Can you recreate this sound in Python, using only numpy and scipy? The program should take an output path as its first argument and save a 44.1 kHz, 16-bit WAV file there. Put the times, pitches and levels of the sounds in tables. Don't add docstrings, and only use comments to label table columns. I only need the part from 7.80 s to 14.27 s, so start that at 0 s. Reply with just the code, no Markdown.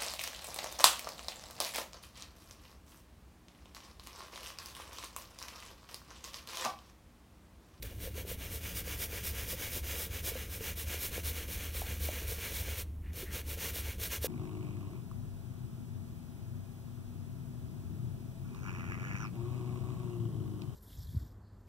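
import sys
import numpy as np
from scipy import signal
from scipy.fft import rfft, irfft
from scipy.io import wavfile

SR = 44100
rng = np.random.default_rng(int(sys.argv[2]) if len(sys.argv) > 2 else 0)


def store_pcm(level_fs):
    pcm = np.round(np.clip(level_fs, -1, 1) * 32767).astype(np.int16)
    wavfile.write(sys.argv[1], SR, np.atleast_2d(pcm).T)


N = 285327
TIME = np.arange(N) / SR
BINS = np.maximum(np.arange(N // 2 + 1) * SR / N, 1)


# (frequency [Hz], level [dB])
HISS_SPECTRUM = [(500, -6.5), (1200, -9.5), (2200, -13), (3500, -2.5), (5400, -3.5), (7000, -3), (9300, -2),
                 (11500, -1), (13000, 0), (15800, -1)]
RASP_SPECTRUM = [(300, -8), (700, -10), (1000, -9), (1300, -7.5), (1600, -1.5), (2300, -2), (3000, -1.3),
                 (3800, -5.5), (5000, -15), (8000, -47), (15000, -38)]
# (frequency [Hz], width [Hz], gain [dB])
BRUSH_RESONANCES = [(1600, 380, 0.5), (2242, 116, 7), (2405, 110, 5), (2640, 230, -2), (2750, 114, 5),
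                    (7900, 1130, -3.5), (10450, 780, -4)]
# (frequency [Hz], width [Hz], gain [dB])
PUSHED_BANDS = [(3630, 480, -11), (6180, 1140, 2.5), (11100, 4900, -0.5)]
TRAILING_BANDS = [(3460, 3100, 2), (4640, 280, 0.5), (5530, 1000, 2.5), (8270, 540, 2), (12300, 13000, 4.5)]

def bristles(drive, speed, bend, push_share, rasp_ratio):
    flutter = undb(0.54 * walk(104))
    hiss = 0
    for share, lean in [(push_share, PUSHED_BANDS), (1 - push_share, TRAILING_BANDS)]:
        tips = slips(9000 + 30000 * speed, spread_db=2)
        hiss += np.sqrt(share) * colour(tips, HISS_SPECTRUM, BRUSH_RESONANCES + lean)
    rasp = colour(slips(4000 + 8000 * speed, spread_db=1), RASP_SPECTRUM, BRUSH_RESONANCES)
    rasp *= undb(0.5 * walk(61))
    bite = undb(-3 + bend * (2 + push_share)) * rasp_ratio / speed ** 0.28
    pressure = undb(0.5 * walk(17))
    return drive * pressure * flutter * (undb(2.18) * hiss + bite * rasp)


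# (time [s], duration [s], level [dB])
BRUSH_STROKES = [(0.006, 0.092, -52), (0.04, 0.12, -62.5), (0.175, 0.14, -46.5), (0.33, 0.12, -47.5),
                 (0.44, 0.135, -44), (0.559, 0.17, -49.0), (0.67, 0.15, -44.5), (0.787, 0.18, -45.0),
                 (0.919, 0.128, -41), (1.023, 0.174, -44.0), (1.155, 0.14, -39.5), (1.265, 0.189, -44.5),
                 (1.41, 0.13, -39.5), (1.49, 0.21, -44.5), (1.647, 0.13, -39.5), (1.739, 0.2, -43.0),
                 (1.879, 0.15, -39), (2.007, 0.21, -42.5), (2.125, 0.18, -40), (2.28, 0.16, -45),
                 (2.412, 0.13, -37.5), (2.47, 0.24, -47.5), (2.662, 0.16, -45.5), (2.784, 0.173, -42.0),
                 (2.939, 0.13, -42.0), (3.044, 0.16, -42), (3.155, 0.17, -38.5), (3.286, 0.15, -44),
                 (3.412, 0.13, -38.5), (3.493, 0.19, -44), (3.648, 0.161, -43), (3.723, 0.22, -46),
                 (3.898, 0.17, -42.5), (4.001, 0.214, -46.5), (4.171, 0.15, -41.5), (4.217, 0.29, -45.5),
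                 (4.444, 0.14, -41), (4.526, 0.25, -44), (4.678, 0.2, -41), (4.798, 0.24, -45.5),
                 (4.949, 0.1, -42), (5.219, 0.16, -75.5), (5.311, 0.18, -46.5), (5.494, 0.14, -43.5),
                 (5.636, 0.153, -44.5), (5.759, 0.18, -39.5), (5.902, 0.15, -41.5), (5.998, 0.171, -47),
                 (6.171, 0.14, -39.5), (6.286, 0.11, -39), (6.401, 0.097, -38.0)]
# (touch time [s], lift time [s])
CONTACT_SPANS = [(0.02, 5.02), (5.328, 6.5)]
USUAL_STROKE_DB = -44

def hand_motion(touch_s=0.01, lift_s=0.041, creep_db=-61, creep_speed=0.3):
    contact = sum(np.clip(np.minimum((TIME - touch) / touch_s, 1 - (TIME - lift) / lift_s), 0, 1)
                  for touch, lift in CONTACT_SPANS)
    hiss_power = (undb(creep_db) * contact) ** 2 + 1e-14
    rasp_power, push_power = hiss_power * undb(-3.5) ** 2, hiss_power / 2
    speed, bend = np.full(N, creep_speed), np.zeros(N)
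    for i, (start, length, db) in enumerate(BRUSH_STROKES):
        pushing = i % 2
        sharpness, rasp_db = (1.32, -1.8) if pushing else (1.98, -5)
        rasp_db += 0.29 * (USUAL_STROKE_DB - db)
        now = slice(*np.searchsorted(TIME, [start, start + length]))
        swing = abs(np.sin(np.pi * (TIME[now] - start) / length)) ** sharpness
        power = (undb(db) * swing) ** 2
        hiss_power[now] += power
        push_power[now] += power * pushing
        rasp_power[now] += power * undb(rasp_db) ** 2
        speed[now] = np.maximum(speed[now], swing)
        bend[now] = np.maximum(bend[now], swing ** 2)
    drive, rasp_ratio = np.sqrt(hiss_power), np.sqrt(rasp_power / hiss_power)
    return contact, drive, speed, bend, push_power / hiss_power, rasp_ratio


# (time [s], level [dB])
BRISTLE_FLICKS = [(0.0247, -32), (0.028, -30.5), (0.11, -44), (5.332, -43)]

def flicks(decay_s=0.0035):
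    envelope, t = np.zeros(N), TIME[:SR // 50]
    spectrum = [(800, -22), (3000, 3.5), (8000, -5), (15000, 1)]
    snap = colour(rng.standard_normal(N), spectrum, BRUSH_RESONANCES)
    for start, db in BRISTLE_FLICKS:
        add(envelope, start, undb(db) * np.exp(-t / decay_s) / 2)
    return envelope * snap


# (time [s], frequency [Hz])
NOTCH_PATH = [(0, 5000), (.55, 4970), (.95, 4100), (1.5, 4270), (2.9, 4600), (3.7, 4880), (4.6, 4900),
              (6.47, 4900)]

def cupped_hand(x, depth_db=-4, width_hz=550):
    hz, t, frames = signal.stft(x, SR, nperseg=512)
    off_centre = hz[:, None] - np.interp(t, *np.transpose(NOTCH_PATH))
    notch = undb(depth_db * .5 ** ((2 * off_centre / width_hz) ** 2))
    return signal.istft(frames * notch, SR, nperseg=512)[1][:N]


# (time [s], duration [s], level [dB])
LACE_SLIDES = [(5.212, 0.13, -63), (5.446, 0.099, -55)]
# (frequency [Hz], level [dB])
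LACE_SPECTRUM = [(700, -18), (1400, -6), (1800, 5), (2100, 3), (2700, -4), (3400, -17), (5000, -24),
                 (12000, -32)]

def lace_slides():
    swell = sum(undb(db) * np.sin(np.pi * np.clip((TIME - start) / length, 0, 1))
                for start, length, db in LACE_SLIDES)
    return swell * colour(slips(3000, spread_db=1), LACE_SPECTRUM)


# (frequency [Hz], level [dB])
SHOE_SPECTRUM = [(120, -8), (250, -13), (340, -0.5), (520, 0), (620, -6), (780, -15.5), (1200, -21),
                 (2500, -42)]
# (frequency [Hz], width [Hz], gain [dB])
CAVITY_RESONANCES = [(488, 140, 2), (606, 35, -6.5), (647, 29, 6), (832, 63, -19), (871, 39, 16.5)]

def shoe_murmur(contact, drive, speed):
    catches = colour(slips(1500, spread_db=2.5), SHOE_SPECTRUM, CAVITY_RESONANCES)
    load = contact * (drive / undb(USUAL_STROKE_DB)) ** 0.35
    return undb(-53.5 + 1.76 * walk(22)) * load * speed ** 0.3 * catches


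# (time [s], peak level [dB], frequency [Hz], decay time T60 [s])
SHOE_BUMPS = [(.255, -46, 530, 0.076), (0.273, -35.5, 500, 0.072), (.354, -40, 398, .04),
              (.378, -35.5, 483, .055), (.45, -37, 414, 0.027), (.514, -33.5, 484, 0.056),
              (1.074, -36.5, 470, .04), (1.329, -37.5, 447, 0.051), (1.729, -35.5, 530, 0.045),
              (2.518, -37, 458, .05), (2.554, -33, 505, .06), (2.808, -36, 450, .06),
              (3.143, -32.5, 440, 0.021), (3.379, -29.5, 466, 0.016), (4.018, -31.5, 730, 0.014),
              (4.2881, -28.5, 613, 0.022), (5.428, -35.5, 379, 0.083), (5.773, -39, 486, 0.053),
              (5.962, -38, 584, .008), (6.444, -23, 476, 0.028)]
# (frequency [ratio], level [dB], decay time [ratio])
BUMP_MODES = [(.7, -3, 0.55), (1, 10.5, 0.81), (1.2, -1.5, 0.38), (1.55, -8.5, 0.35), (3.6, -7, 0.45)]

def shoe_knocks(contact_s=0.0012, wall_s=0.0115, wall_db=-13, echo_db=-19, echo_t60=0.17):
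    out, t = np.zeros(N), TIME[:SR // 5]
    for start, db, hz, t60 in SHOE_BUMPS:
        ring = sum(undb(mode_db) * decay(t, t60 * share) * np.sin(2 * np.pi * hz * ratio * t)
                   for ratio, mode_db, share in BUMP_MODES)
        ring *= 1 - np.exp(-(t / contact_s) ** 2)
        ring *= undb(db) / abs(ring).max()
        echo = signal.fftconvolve(ring, rng.standard_normal(len(t)) * decay(t, echo_t60))[:len(t)]
        add(out, start, ring)
        add(out, start + wall_s, undb(wall_db) * ring + undb(db + echo_db) * echo / abs(echo).max())
    return out


def early_reflections(x, wet_db=-15, t60=0.074, count=14):
    response = np.zeros(SR // 25)
    lags = rng.integers(SR // 600, len(response) // 2, count)
    response[lags] = rng.choice([-1, 1], count) * decay(lags / SR, t60)
    return x + undb(wet_db) * signal.fftconvolve(x, response / np.linalg.norm(response))[:N]


def reverberation(x, wet_db=-22, t60=0.53, cutoff_hz=6000):
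    t = TIME[:SR // 2]
    lowpass = signal.butter(1, cutoff_hz, fs=SR, output="sos")
    response = signal.sosfilt(lowpass, rng.standard_normal(len(t))) * decay(t, t60)
    return x + undb(wet_db) * signal.fftconvolve(x, response / np.linalg.norm(response))[:N]


# (frequency [Hz], level [dB])
RUMBLE_SPECTRUM = [(20, -13), (30, -21), (43, 1.5), (53, -6), (65, 0), (85, -4.5), (105, -6), (138, -21.5),
                   (185, -11.5), (215, -24), (260, -20), (550, -35), (2000, -47.5), (5000, -56.5),
                   (12000, -50.5)]
# (frequency [Hz], width [Hz], gain [dB])
STANDING_WAVES = [(30, 4, -4), (43, 9.3, -6), (51.3, 3.7, 8), (75, 9.4, 4), (93, 5, 2), (99, 5.4, 3),
                  (249, 8.5, 3.5), (304.6, 11, 7.5)]

def room_rumble(level_db=-44):
    return undb(level_db) * colour(rng.standard_normal(N), RUMBLE_SPECTRUM, STANDING_WAVES)


# (time [s], level [dB])
HUM_LEVELS = [(0, -63), (1.5, -50.5), (2.7, -50.5), (3.2, -42), (3.6, -47), (4.1, -40.5), (4.6, -46.5),
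              (5.2, -45.5), (6.47, -50)]
# (frequency [Hz], level [dB])
WEAK_TONES = [(156.1, -68), (236.9, -72)]

def machine_hum(hum_hz=75.3, drift_hz=0.57, waver_db=2.05):
    out = np.zeros(N)
    hum_db = np.interp(TIME, *np.transpose(HUM_LEVELS))
    for hz, db in [(hum_hz, hum_db)] + WEAK_TONES:
        phase = 2 * np.pi * np.cumsum(hz + drift_hz * walk(2.5)) / SR
        out += np.sqrt(2) * undb(db + waver_db * walk(2.4)) * np.sin(phase)
    return out


def undb(db):
    return 10 ** (np.asarray(db) / 20)


def decay(t, t60):
    return undb(-60 * t / t60)


def colour(x, outline, peaks=()):
    hz, db = np.transpose(outline)
    curve = np.interp(np.log(BINS), np.log(hz), db)
    for centre, width, gain in peaks:
        curve += gain * .5 ** ((2 * (BINS - centre) / width) ** 2)
    filtered = irfft(rfft(x) * undb(curve), N)
    return filtered / np.std(filtered)


def walk(rate_hz):
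    wander = irfft(rfft(rng.standard_normal(N)) / (1 + (BINS / rate_hz) ** 4), N)
    return wander / np.std(wander)


def slips(rate, spread_db):
    chance = np.clip(rate / SR, 1e-4, 1)
    size = rng.standard_normal(N) * undb(spread_db * rng.standard_normal(N))
    return (rng.random(N) < chance) * size / np.sqrt(chance)


def add(out, start, sound):
    i = int(start * SR)
    out[i:i + len(sound)] += sound[:N - i]


def scene():
    contact, drive, speed, bend, push_share, rasp_ratio = hand_motion()
    brush = cupped_hand(bristles(drive, speed, bend, push_share, rasp_ratio) + flicks())
    scrubbing = brush + lace_slides() + shoe_murmur(contact, drive, speed)
    mono = reverberation(early_reflections(scrubbing)) + shoe_knocks() + room_rumble() + machine_hum()
    return np.array([mono, mono])


def record(dry, cutoff_hz=15800):
    return signal.sosfilt(signal.ellip(12, .1, 70, cutoff_hz, fs=SR, output="sos"), dry)


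dry = scene()
out = record(dry)
store_pcm(out)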